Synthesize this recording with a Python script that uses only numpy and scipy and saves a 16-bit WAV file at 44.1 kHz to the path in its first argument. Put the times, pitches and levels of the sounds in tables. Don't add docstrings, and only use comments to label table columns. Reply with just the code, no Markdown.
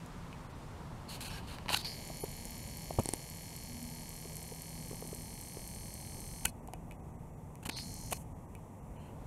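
import sys
import numpy as np
from scipy import signal
from scipy.fft import rfft, irfft
from scipy.io import wavfile
from scipy.ndimage import uniform_filter1d

SR = 44100
rng = np.random.default_rng(int(sys.argv[2]) if len(sys.argv) > 2 else 0)


def attenuation_scalar(level_db):
    decades = np.asarray(level_db, float) / 20
    return 10 ** decades


def unload_audio(sound):
    columns = np.transpose(np.atleast_2d(sound))
    steps = np.round(np.clip(columns, -1, 1) * 32767)
    wavfile.write(sys.argv[1], SR, steps.astype(np.int16))


N = 408624
TURN_S = .024
MESH_EDGE_HZ = 12800

# hz, width_hz, level_db
SHELL = [(830, 214, 1.5), (1730, 450, -1.5), (2500, 640, -1), (3010, 310, 1), (4190, 1150, -10.5)]
# hz, width_hz, level_db
SHELL_TOP = [(5760, 2200, -14), (6740, 1460, -1), (8700, 1860, 4), (10530, 3400, 4), (11720, 2000, 4.5),
             (13500, 2100, -10)]


def rms_one(x):
    return x / np.sqrt(np.mean(x ** 2) + 1e-20)


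def in_time(rows):
    s, *columns = np.transpose(rows)
    return [np.interp(np.arange(N) / SR, s, c) for c in columns]


def drift(rate):
    r = np.exp(-80 * np.pi * rate / SR)
    slow = signal.lfilter([1], [1, -2 * r, r * r], rng.standard_normal(N // 40 + 2002))[2000:]
    return np.interp(np.arange(N) / 40, np.arange(len(slow)), rms_one(slow))


def resonate(x, peaks):
    out = 0
    for k, (hz, width, db) in enumerate(peaks):
        r = np.exp(-np.pi * width / SR)
        poles = [1, -2 * r * np.cos(2 * np.pi * hz / SR), r * r]
        out = out + (-1) ** k * attenuation_scalar(db) * signal.lfilter([1 - r, 0, r - 1], poles, x + 1e-18)
    return out


def twice(x, peaks):
    out = 0
    for k, (hz, width, db) in enumerate(peaks):
        once = resonate(x, [(hz, width, 0)])
        out = out + (-1) ** k * resonate(once, [(hz, width, db)])
    return out


def ring(clicks, hz, t60):
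    r, w = attenuation_scalar(-60 / (t60 * SR)), 2 * np.pi * hz / SR
    return signal.lfilter([0, np.sin(w)], [1, -2 * r * np.cos(w), r * r], clicks + 1e-18)


def steep(x, hz, kind):
    return signal.sosfilt(signal.butter(6, hz, kind, fs=SR, output="sos"), x)


def coloured(spectrum, patchy_db):
    hz, db = np.transpose(spectrum)
    out, white, together = 0, rng.standard_normal((2, N)), drift(0.29)
    edges = hz[0] * 2 ** np.arange(0, np.log2(hz[-1] / hz[0]), 1 / 3)
    for k, (low, high) in enumerate(zip(edges, edges[1:])):
        band = signal.sosfilt(signal.butter(2, [low, high], "band", fs=SR, output="sos"), white[k % 2])
        level_db = np.interp(np.log(low * high) / 2, np.log(hz), db)
        out = out + band * attenuation_scalar(level_db + patchy_db * (together + drift(4.7)))
    return rms_one(out)


def bump(clicks, ms):
    return signal.oaconvolve(clicks, np.hanning(max(3, round(ms * SR / 1000))))[:N]


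def scrape(clicks, ms):
    return signal.lfilter([1], [1, -np.exp(-1000 / (ms * SR))], clicks)


def swell(part):
    return np.clip(np.minimum(part / 0.085, (1 - part) / 0.31), 0, 1)


def garden():
    # time_s, above_calm_db
    wind = [(0, 0.5), (.5, 0), (1.0, 0.5), (1.75, 2), (1.85, -1), (2.55, 1), (3.2, -0.5), (4.5, -1),
            (5.3, 0.5), (6.0, 0.5), (7.7, 0), (8.1, 3), (8.6, -1), (9.27, 2)]
    # hz, level_db_per_hz
    air_spectrum = [(15, -56), (25, -3.5), (48, -3), (131, -4), (161, -6), (267, -10), (301, -11.5),
                    (419, -15.5), (525, -13.5), (563, -23.5), (636, -19), (933, -17.5), (1600, -50.5),
                    (2080, -39.5), (3520, -120)]
    # hz, level_db_per_hz
    leaf_spectrum = [(900, 9.5), (1500, 0), (2500, -6), (4000, -9), (8000, -16), (15000, -33)]
    # time_s, firing_speed_hz, load_db
    engine_course = [(0, 84.3, -49), (.8, 85, -59), (1.2, 80.67, -56), (2.2, 78.45, -53.5),
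                     (3.0, 79.26, -55), (3.5, 80.7, -54.5), (4.2, 80.6, -50), (5.2, 81.4, -48.5),
                     (5.5, 80.8, -67), (6.5, 80.2, -53), (9.27, 78.66, -56.5)]
    t, (wind_db,) = np.arange(N) / SR, in_time(wind)
    dying_db = 2 * t + 48 * np.clip(t - 1.64, 0, None)
    leaves_db = -55.5 - np.minimum(dying_db, 65 * (9.4 - t))
    traffic_db = -55 + 0.21 * wind_db + np.clip((leaves_db + 92.0) / 8, 0, 1)
    air = coloured(air_spectrum, patchy_db=.5)
    rumble = rms_one(steep(air, 343.8, "low"))
    traffic = rms_one(steep(air, 299.0, "high"))
    leaves = coloured(leaf_spectrum, patchy_db=.4)
    hz, load_db = in_time(engine_course)
    boom_db = 14 * np.exp(-((t - 3.815) / 0.18) ** 2)
    third_db = -60 + 0.74 * (load_db + 51.5) + boom_db
    turn = np.cumsum(2 * np.pi * (hz + 1.214 * drift(3.47)) / SR)
    engine = attenuation_scalar(load_db + 0.42 * drift(3.9)) * np.sin(2 * turn)
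    engine = engine + attenuation_scalar(third_db + 3.6 * drift(21.0)) * np.sin(3 * turn)
    return attenuation_scalar(-48 + wind_db) * rumble + attenuation_scalar(traffic_db) * traffic + attenuation_scalar(leaves_db) * leaves + engine


def lever_clicks():
    # start_s, shell_db, top_db, lever_ring_above_shell_db
    cracks = [(0.0614, -64, -56, -14), (0.328, -34, -72, -4), (1.207, -29, -52, -20),
              (1.383, -32, -62, -12), (1.585, -27, -65, -20), (1.659, -33, -72, -20),
              (1.6832, -22, -61, -16), (1.6912, -14, -65, -17), (1.7035, -25, -60, -20),
              (1.7078, -25, -64, -20), (1.7353, -20, -52, -22), (1.7445, -9, -54, -15),
              (1.815, -46, -56, -20), (1.837, -36, -66, -20), (1.8475, -29, -53, -14),
              (2.051, -62, -49, -20), (2.075, -62, -48, -20), (2.1005, -44, -75, -20),
              (2.171, -62, -48, -20), (2.907, -40, -75, -20), (4.911, -41, -75, -20),
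              (2.4537, -58, -43, -17), (2.991, -28, -48, -6), (2.994, -32, -45, -14),
              (2.998, -34, -44, -17), (4.3677, -52, -44, -1), (5.0739, -62, -47, -19),
              (6.451, -29, -44, -3), (6.4532, -32, -34, -20), (6.4546, -10.5, -25, -11),
              (6.4562, -22, -33, -18), (6.6747, -47, -54, -8), (6.685, -47, -71, -17),
              (6.7352, -30, -49.5, -10.5), (6.9107, -46.5, -59, 10), (6.921, -44, -62, -20),
              (7.5546, -46, -55, -7), (7.635, -46, -62, -20), (7.655, -38, -54, -20), (7.66, -29, -50, -24),
              (7.69, -33, -48, -20), (7.695, -20.5, -43, -18), (7.72, -39, -70, -20),
              (7.7622, -40, -70, -20), (7.769, -34, -59, -18), (7.777, -40, -66, -16),
              (7.786, -26.5, -66, -11), (8.1095, -46, -50, -20), (8.1145, -44, -47, -20),
              (8.1185, -34, -50, -20), (8.125, -25, -38, -8), (8.1292, -28, -40, -8),
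              (8.551, -47, -55, 6.5)]
    # hz, level_db, t60_s
    lever = [(1540, -10.5, 0.044), (2383, -12.5, 0.042), (2560, -17.5, 0.089), (770, -19, 0.016),
             (2884, -25, 0.12), (2300, -20, 0.07), (1710, -9, 0.019), (3400, -38.5, 0.2)]
    shell, top, struck, heavy = np.zeros((4, N))
    t = np.arange(400) / SR
    for s, shell_db, top_db, ring_db in cracks:
        at = round(s * SR)
        crack = rng.standard_normal(400) * t / (t + 0.0013) * np.exp(-t * 1000 / 0.69)
        crack[12] += 1.53
        shell[at:at + 400] += crack * attenuation_scalar(shell_db)
        top[at:at + 400] += crack * attenuation_scalar(top_db)
        struck[at + 30] += attenuation_scalar(shell_db + ring_db)
        heavy[at + 30] += attenuation_scalar(shell_db + ring_db + .6 * min(shell_db + 13, 0))
    rings = sum(attenuation_scalar(db) * ring(struck if hz > 2000 else heavy, hz, t60) for hz, db, t60 in lever)
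    dulled = signal.lfilter([1], [1, -0.14], top)
    return attenuation_scalar(11.5) * resonate(shell, SHELL) + attenuation_scalar(25.0) * resonate(dulled, SHELL_TOP) + rings


def pressure():
    # start_s, length_s, shell_db, ring_4khz_db, top_db
    slides = [(1.03, 0.94, -62.5, -67.5, -74), (1.083, 0.11, -56.5, -54.5, -53.5),
              (1.203, 0.049, -55.5, -52, -49), (1.243, 0.058, -52, -52.5, -51.5),
              (1.285, 0.14, -55, -58, -59), (1.465, 0.12, -56, -59.5, -62), (1.684, .012, -50, -60, -62),
              (1.694, 0.054, -43, -47, -48.5), (1.777, 0.05, -55.5, -45.5, -54),
              (1.807, 0.052, -60, -61, -64), (1.845, 0.039, -54, -45, -65), (7.627, 0.016, -58, -70, -59),
              (7.651, 0.029, -47.5, -56, -47.5), (7.689, 0.015, -42, -43, -45.5),
              (7.701, 0.15, -62, -51, -64), (8.111, 0.021, -48, -70, -47), (8.128, 0.13, -72, -84, -59.5),
              (8.948, 0.22, -66.5, -85, -77)]
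    # give_s, length_s, shell_db, ring_4khz_db, top_db
    pushes = [
        (1.746, 0.025, -36.5, -35, -37),
        (1.774, 0.025, -41, -35, -38),
        (6.455, 0.004, -29, -49, -28),
        (8.131, 0.0069, -36, -44, -35),
    ]
    out, t = np.zeros((3, N)), np.arange(N) / SR
    for s, length, *db in slides:
        out += np.outer(attenuation_scalar(np.array(db)), swell((t - s) / length) ** 2)
    for s, length, *db in pushes:
        grow = attenuation_scalar(15 * np.clip((t - s) / length, -1, 0)) * (t > s - length)
        give = np.clip((s - t) / 0.0062 + 1, 0, 1) ** 2
        out += np.outer(attenuation_scalar(np.array(db)), grow * give)
    return out


def finger():
    # hz, width_hz, level_db
    skin = [(1770, 102, -8), (2770, 160, -11.5), (5680, 190, -12.5)]
    shell, ringing, top = pressure()
    grains = (rng.random(N) < 14000 / SR) * attenuation_scalar(2.2 * rng.exponential(1, N)) * rng.choice([-1, 1], N)
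    body = rms_one(steep(resonate(grains, SHELL[:4] + skin[:2]), 450, "high"))
    middle = rms_one(twice(grains, SHELL[4:]))
    bright = rms_one(resonate(grains, SHELL_TOP + skin[2:]))
    return shell * body + ringing * middle + top * bright


def squeaks():
    # start_s, length_s, hz, width_hz, level_db
    songs = [(1.077, 0.099, 4360, 340, -55), (1.202, 0.13, 2640, 250, -56), (1.291, 0.13, 1630, 90, -56.5),
             (1.296, .1, 5460, 200, -60), (1.692, 0.0042, 4000, 600, -36), (1.703, 0.0048, 4000, 600, -44),
             (1.728, 0.026, 2800, 300, -37), (1.7425, 0.0057, 4030, 700, -24.5),
             (1.757, .018, 1553, 150, -45.5), (1.844, 0.12, 4900, 700, -52.5),
             (1.94, 0.027, 13300, 200, -62), (2.198, .012, 11900, 300, -51),
             (2.206, 0.036, 10170, 400, -49), (2.21, 0.032, 12700, 200, -57),
             (6.452, 0.0069, 4240, 500, -41), (6.49, .022, 4300, 300, -69), (7.722, .022, 6200, 250, -62),
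             (7.77, .014, 6200, 350, -49), (7.759, 0.089, 5000, 800, -53), (7.73, 0.039, 8600, 300, -62),
             (8.96, .14, 4170, 149.5, -80), (8.96, .14, 2840, 300, -80)]
    out = np.zeros(N)
    for s, length, hz, width, db in songs:
        tone = rms_one(twice(rng.standard_normal(8000), [(hz, width, 0)]))
        out[round(s * SR):][:8000] += attenuation_scalar(db) * swell(np.arange(8000) / SR / length) * tone
    return out


def thuds():
    # start_s, peak_db, hz, t60_s
    blows = [(1.659, -37, 960, 0.018), (1.703, -31.5, 990, 0.027), (1.733, -35, 1020, 0.036),
             (2.1, -34.5, 646, 0.018), (2.2365, -29.5, 415, 0.024), (2.239, -36, 550, 0.014),
             (2.454, -43, 152, 0.044), (2.907, -29.5, 660, 0.013), (2.985, -22, 94.5, 0.049),
             (2.99, -29.5, 910, 0.021), (2.996, -27, 228, 0.033), (4.254, -44, 405, 0.03),
             (4.519, -44, 466, 0.041), (4.911, -32, 405, 0.015), (4.929, -34, 446, 0.015),
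             (5.023, -35.5, 427, 0.024), (5.05, -39, 380.3, 0.016), (5.128, -35, 408, 0.022),
             (5.57, -34.5, 403, 0.015), (6.453, -34.5, 72.7, 0.039), (6.684, -42.5, 750, 0.029),
             (6.7345, -40.5, 740, 0.028), (7.658, -34.5, 200, 0.025), (7.689, -34.5, 265, 0.029),
             (7.74, -47, 423, 0.026), (8.118, -35, 590, .015), (8.123, -36, 725, 0.025),
             (8.126, -33, 1070, 0.025), (8.128, -39, 422, 0.022)]
    out, t = np.zeros(N), np.arange(3000) / SR
    for s, db, hz, t60 in blows:
        puff = resonate(rng.standard_normal(len(t)), [(1070 / 15.0, 1070, 0)])
        puff = rms_one(signal.lfilter([1], [1, -.93], puff))
        fade = t / (t + 0.00039) * attenuation_scalar(-60 * t / t60)
        out[round(s * SR):][:len(t)] += attenuation_scalar(db + 6.0) * fade * (np.sin(2 * np.pi * hz * t) + 0.5 * puff)
    return steep(out + 1e-18, 1140, "low")


def contacts(table, period_s, column, zero_s, lag_ms, jitter_ms, spread_db):
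    ms, db = np.array(table)[:, [0, column]].T
    s = (zero_s + period_s * np.arange(5 / period_s)[:, None] + ms / 1000).ravel()
    at = np.clip(s * SR, 0, N - 2)
    late_ms = lag_ms[at.astype(int)] + jitter_ms * rng.standard_normal(len(s))
    at = np.clip(at + late_ms * SR / 1000, 0, N - 2)
    size = attenuation_scalar(np.tile(db, len(s) // len(db)) + spread_db * rng.standard_normal(len(s)))
    return np.bincount(at.astype(int), size, N)


def flanks(turns):
    size, repeats = round(TURN_S * SR), .975
    whole = np.floor(turns).astype(int) % 512
    jitter = .008 * SR / 1000 * rng.standard_normal(512)[whole]
    at = ((turns % 1) * size + jitter).astype(int) % size
    first, second = rng.standard_normal((2, size))
    wear = .7 * TURN_S * turns
    worn = np.cos(wear) * first[at] + np.sin(wear) * second[at]
    return repeats * worn + np.sqrt(1 - repeats ** 2) * rng.standard_normal(N)


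def frame_knock(blows, place, barrel_at, turns):
    # hz, width_hz, level_db
    frame = [(1661, 107.6, -6.5), (2200, 274, -2), (2760, 190, -7.5), (2997, 280, -4), (3470, 1530, -16)]
    # hz, width_hz, level_db
    dying = [(3780, 62, -9.5), (3950, 70, 2)]
    # hz, width_hz, level_db
    staying = [(3930, 94, -7)]
    blows = blows + attenuation_scalar(-43) * rng.standard_normal(N)
    blows = blows * (1 - .52 * (place - .3 * barrel_at) * (turns % 1 > .15))
    knock = resonate(blows, frame) + attenuation_scalar(-2.5 - 24 * place) * twice(blows, dying) + twice(blows, staying)
    return rms_one(steep(knock, 1270, "high"))


def coil_whine(swells, turns, since, strained, place, barrel_at, flare_hz):
    # offset_steps, level_db
    chopper = [(-1, -10), (0, -1), (1, -4), (2, -7), (3, -15), (5, -19), (8, -12), (9, -12), (10, -10),
               (15, -12)]
    # hz, width_hz, level_db
    buzz = [(4210, 120, 0), (4380, 200, -3)]
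    whistle_hz = 4252
    fresh = np.exp(-since / .5)
    carrier = np.cumsum(2 * np.pi * (whistle_hz + 22 * (1.2 - fresh) * drift(30)) / SR)
    step = 2 * np.pi * 3 * turns + 2.0
    rotor = 0
    for k, db in chopper:
        lean_db = 2.5 * min(k, 2) * fresh * (-0.5 - barrel_at)
        far_db = 2.0 * place * (0 < k < 3) * k
        rotor = rotor + attenuation_scalar(db + lean_db - far_db) * np.sin(carrier + k * step + k * k)
    sweep_hz = 4741 - 480 * ((turns - .005 / TURN_S) % 1)
    above_hz = sweep_hz - whistle_hz + flare_hz + 8 * drift(60)
    loose_db = -12 * place + 6 * strained * (1 - barrel_at)
    rotor = rotor + attenuation_scalar(loose_db) * np.sin(carrier + np.cumsum(2 * np.pi * above_hz / SR))
    rotor = rotor + attenuation_scalar(-11.0) * (1 - 0.55 * fresh) * rms_one(twice(flanks(turns), buzz))
    return rms_one(steep(rotor * (.8 + bump(swells, ms=4.5)), 4120, "high"))


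def rolled(x):
    t = np.arange(round(.0075 * SR)) / SR
    glide = signal.chirp(t, 4750, t[-1], 7500) * signal.windows.tukey(len(t), .3)
    return signal.oaconvolve(x, glide)[:N]


def barrel(x, peaks, shifts_db, place):
    out = 0
    for k, (peak, db) in enumerate(zip(peaks, shifts_db)):
        out = out + (-1) ** k * attenuation_scalar(db * (place - .5)) * twice(x, [peak])
    return out


def tooth_mesh(low, high, turns, place, bright_db):
    # hz, width_hz, level_db
    low_rings = [(4830, 310, -2.5), (5190, 630, -2), (5940, 520, -1), (6320, 640, -3), (7116, 570, 1.4)]
    # hz, width_hz, level_db
    high_rings = [(7540, 590, -2), (8600, 880, 1.5), (9880, 1200, 2), (11400, 1050, -2.5), (11650, 840, 4),
                  (13000, 900, 0), (14600, 4600, -20)]
    low_shift = [8, -3, -4, 8, -8.5]
    high_shift = [-3, 7, -3.5, 8, -1.5, -2]
    low = rolled(3 * low + flanks(turns) * (.08 + .15 * scrape(low, ms=.5)))
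    high = 3.5 * high + flanks(turns) * (.2 + .45 * scrape(high, ms=.8))
    dull = rms_one(barrel(low, low_rings, low_shift, place))
    bright = steep(barrel(high, high_rings[:6], high_shift, place), MESH_EDGE_HZ, "low")
    bright = rms_one(bright + twice(high, high_rings[6:]))
    dip_hz = 6000 - 380 * np.cos(2 * np.pi * (turns - .015 / TURN_S)) + 10 * drift(40)
    shaft = np.sin(np.cumsum(2 * np.pi * dip_hz / SR))
    return attenuation_scalar(-6.5) * dull + attenuation_scalar(bright_db) * bright + attenuation_scalar(-12 - 2.5 * place) * shaft


def proud_snap(zero_s, lag_ms, place):
    # offset_ms, ring_8khz_db, ring_12khz_db, ring_10khz_db
    proud = [(12.0, -9, -16, -3), (15.5, -20, -11, -14), (36.4, -2, -5, -11), (60.0, -15, -18, -2),
             (84.0, -12, -17, -11), (87.3, -15, -6, -18), (108.0, -9, -17, -8), (132.1, -10, -15, -2),
             (156.1, -5, -17, -8), (171.0, -16, -11, -14), (180.0, -15, -16, -10), (204.0, -6, -15, -10),
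             (207.3, -15, -11, -16), (228.1, 0, 0, 0), (251.9, -5, -13, -9)]
    first, second, third = [contacts(proud, TURN_S * 11, column, zero_s, lag_ms, jitter_ms=.04, spread_db=1.5)
                            for column in (1, 2, 3)]
    snap = attenuation_scalar(35 + 7 * np.minimum(2 * place, 1)) * twice(first, [(8050, 1100, 0)])
    snap = snap + attenuation_scalar(-4 * place) * twice(second, [(12000, 1400, 45)])
    snap = steep(snap, MESH_EDGE_HZ, "low")
    return snap + attenuation_scalar(39.5 - 9.0 * place) * twice(third, [(10350, 1500, 0)])


def motor(run, zero_s, barrel_at):
    # offset_ms, knock_db, whine_db, low_mesh_db, high_mesh_db
    pinion = [(.9, 0, -3, -2, -3), (5.2, -17, 0, 0, -9), (8.9, -2, -1, -3, -7), (11.9, -15, -3, 0, -6),
              (15.1, -20, -4, -9, -8), (16.9, -7.5, 0, -2, -7), (21.3, -18, 0, 0, -8)]
    # running_db, full_strain_db, travel_db_per_s, coasting_step_db
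    layers = [
        (-61.5, 5, -0.7, 0),
        (-59.5, 18, -0.42, 2),
        (-54.5, -4, 0, -2),
        (-2.5, 8.5, 0.33, 5),
    ]
    start, let_go, stop, strain, slack_ms = run
    t = np.arange(N) / SR
    since = np.clip(t - start, 0, None)
    strained = strain * np.exp(-since / 0.089)
    coasting = np.clip((t - let_go) / 0.068, 0, 3)
    knock_db, whine_db, mesh_db, bright_db = [
        db + up_db * strained + per_s * since + step_db * np.minimum(coasting, most)
        for (db, up_db, per_s, step_db), most in zip(layers, (3, 1, 1, 1))]
    place = np.clip(barrel_at + since / 4.9, 0, 1)
    whine_db = whine_db - 7.058 * barrel_at
    knock_db = knock_db - 4.5 * barrel_at
    lag_ms = -slack_ms * np.exp(-since / .55) + .07 * drift(5) + .04 * drift(20)
    seated = 1 - np.clip(slack_ms, 0, 1) * np.exp(-(since / 0.27) ** 4)
    turns = (t - zero_s - lag_ms / 1000) / TURN_S
    flare_hz = 12.0 * (1 - barrel_at) * np.clip(whine_db + 54.5, 0, 12)

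    def tooth(column, jitter_ms, spread_db):
        return contacts(pinion, TURN_S, column, zero_s, lag_ms, jitter_ms, spread_db)

    knock = frame_knock(tooth(1, jitter_ms=.03, spread_db=.7), place, barrel_at, turns)
    swells = tooth(2, jitter_ms=.05, spread_db=.5)
    whine = coil_whine(swells, turns, since, strained, place, barrel_at, flare_hz)
    low, high = [tooth(column, jitter_ms=.008, spread_db=.7) for column in (3, 4)]
    mesh = tooth_mesh(low, high, turns, place, bright_db - 1.5 * (1 - seated))
    gears = mesh + seated * proud_snap(zero_s, lag_ms, place)
    on = np.clip(since / 0.0018, 0, 1) * np.clip((stop - t) / 0.011 + 1, 0, 1) ** 2
    waking = attenuation_scalar(-57) * np.clip((t - start) / 0.042 + 1, 0, .25) * 4 * (t < start)
    return on * (attenuation_scalar(knock_db) * knock + attenuation_scalar(whine_db) * whine + attenuation_scalar(mesh_db) * gears) + waking * whine


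def taps():
    # start_s, level_db
    tap_times = [
        (3.0577, -26),
        (3.0897, -22.5),
        (3.1365, -21),
    ]
    # hz, level_db, t60_s
    tap_rings = [(8600, -0.5, 0.0048), (9400, -2.5, 0.004), (5800, -14, 0.0051), (4420, -17, 0.0057),
                 (2170, -15, .006), (12700, -16, .002), (7660, -11, 0.0027), (3160, -19, .003),
                 (373, -4, 0.0098), (800, -8, 0.008)]
    s, db = np.transpose(tap_times)
    blow = bump(np.bincount((s * SR).astype(int), attenuation_scalar(db), N), ms=.1)
    return sum(attenuation_scalar(level_db) * ring(blow, hz, t60) for hz, level_db, t60 in tap_rings)


def scene():
    # start_s, lever_let_go_s, stop_s, starting_strain_0_to_1, slack_ms
    runs = [
        (1.845, 6.45, 6.498, .9, 2.5),
        (7.764, 8.125, 8.173, 1, -0.5),
    ]
    wheel_zero_s = (3.6 - 7 * .264, 7.7126 - .264)
    barrel_at = (0.0, 0.66)
    lens = sum(motor(*run) for run in zip(runs, wheel_zero_s, barrel_at))
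    return (garden() + lever_clicks() + finger() + squeaks() + thuds() + lens + taps())[None]


def starve(x):
    # centre_s, from_hz, share_of_lines_kept
    starved = [(0.482, 3540, 0.075), (.535, 6000, 0.16), (1.286, 1200, 0.61), (2.223, 1300, 0.4),
               (2.626, 1500, 0.73), (4.864, 1490, 0.99), (5.356, 1500, 0.68), (6.615, 2500, .2),
               (6.655, 3000, 0.52), (6.977, 2200, 0.13), (7.02, 2200, 0.22), (7.127, 2200, 0.31),
               (7.177, 2300, 0.12), (7.32, 2300, 0.29), (7.361, 2200, 0.27), (7.746, 1500, 0.82),
               (7.746, 5800, .07), (8.342, 2000, 0.16), (8.47, 2003, 0.17), (8.812, 2280, 0.31),
               (8.984, 3040, 0.19)]
    out, window, hz = x.copy(), np.hanning(2048), np.fft.rfftfreq(2048, 1 / SR)
    for s, edge_hz, kept in starved:
        at = round(s * SR) - 1024
        lines = rfft(x[at:at + 2048] * window)
        tops = uniform_filter1d(abs(lines) / uniform_filter1d(abs(lines), size=120), size=5)
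        lost = (hz > edge_hz) & (tops < np.quantile(tops[hz > edge_hz], np.clip(1 - kept, 0, 1)))
        out[at:at + 2048] -= irfft(lines * lost) * np.minimum(1.5 * window ** .1, 1)
    return out


def low_pass(x):
    return signal.sosfilt(signal.butter(12, 16480, fs=SR, output="sos"), x)


def record(dry):
    # hz, level_db_per_hz
    hiss_spectrum = [(880, -59), (1500, -22), (1850, -7), (2120, 1), (2320, -6.5), (3770, -18), (4330, -29),
                     (6830, -7), (7390, -8), (13400, -13.5), (16000, -24)]
    hiss = attenuation_scalar(-69.5) * coloured(hiss_spectrum, patchy_db=.2)
    x = starve(.3 * np.tanh(dry[0] / .3) + hiss)
    x = signal.sosfilt(signal.ellip(8, .5, 30, 15770, fs=SR, output="sos"), x)
    return low_pass(x[None])


dry = scene()
out = record(dry)
unload_audio(out)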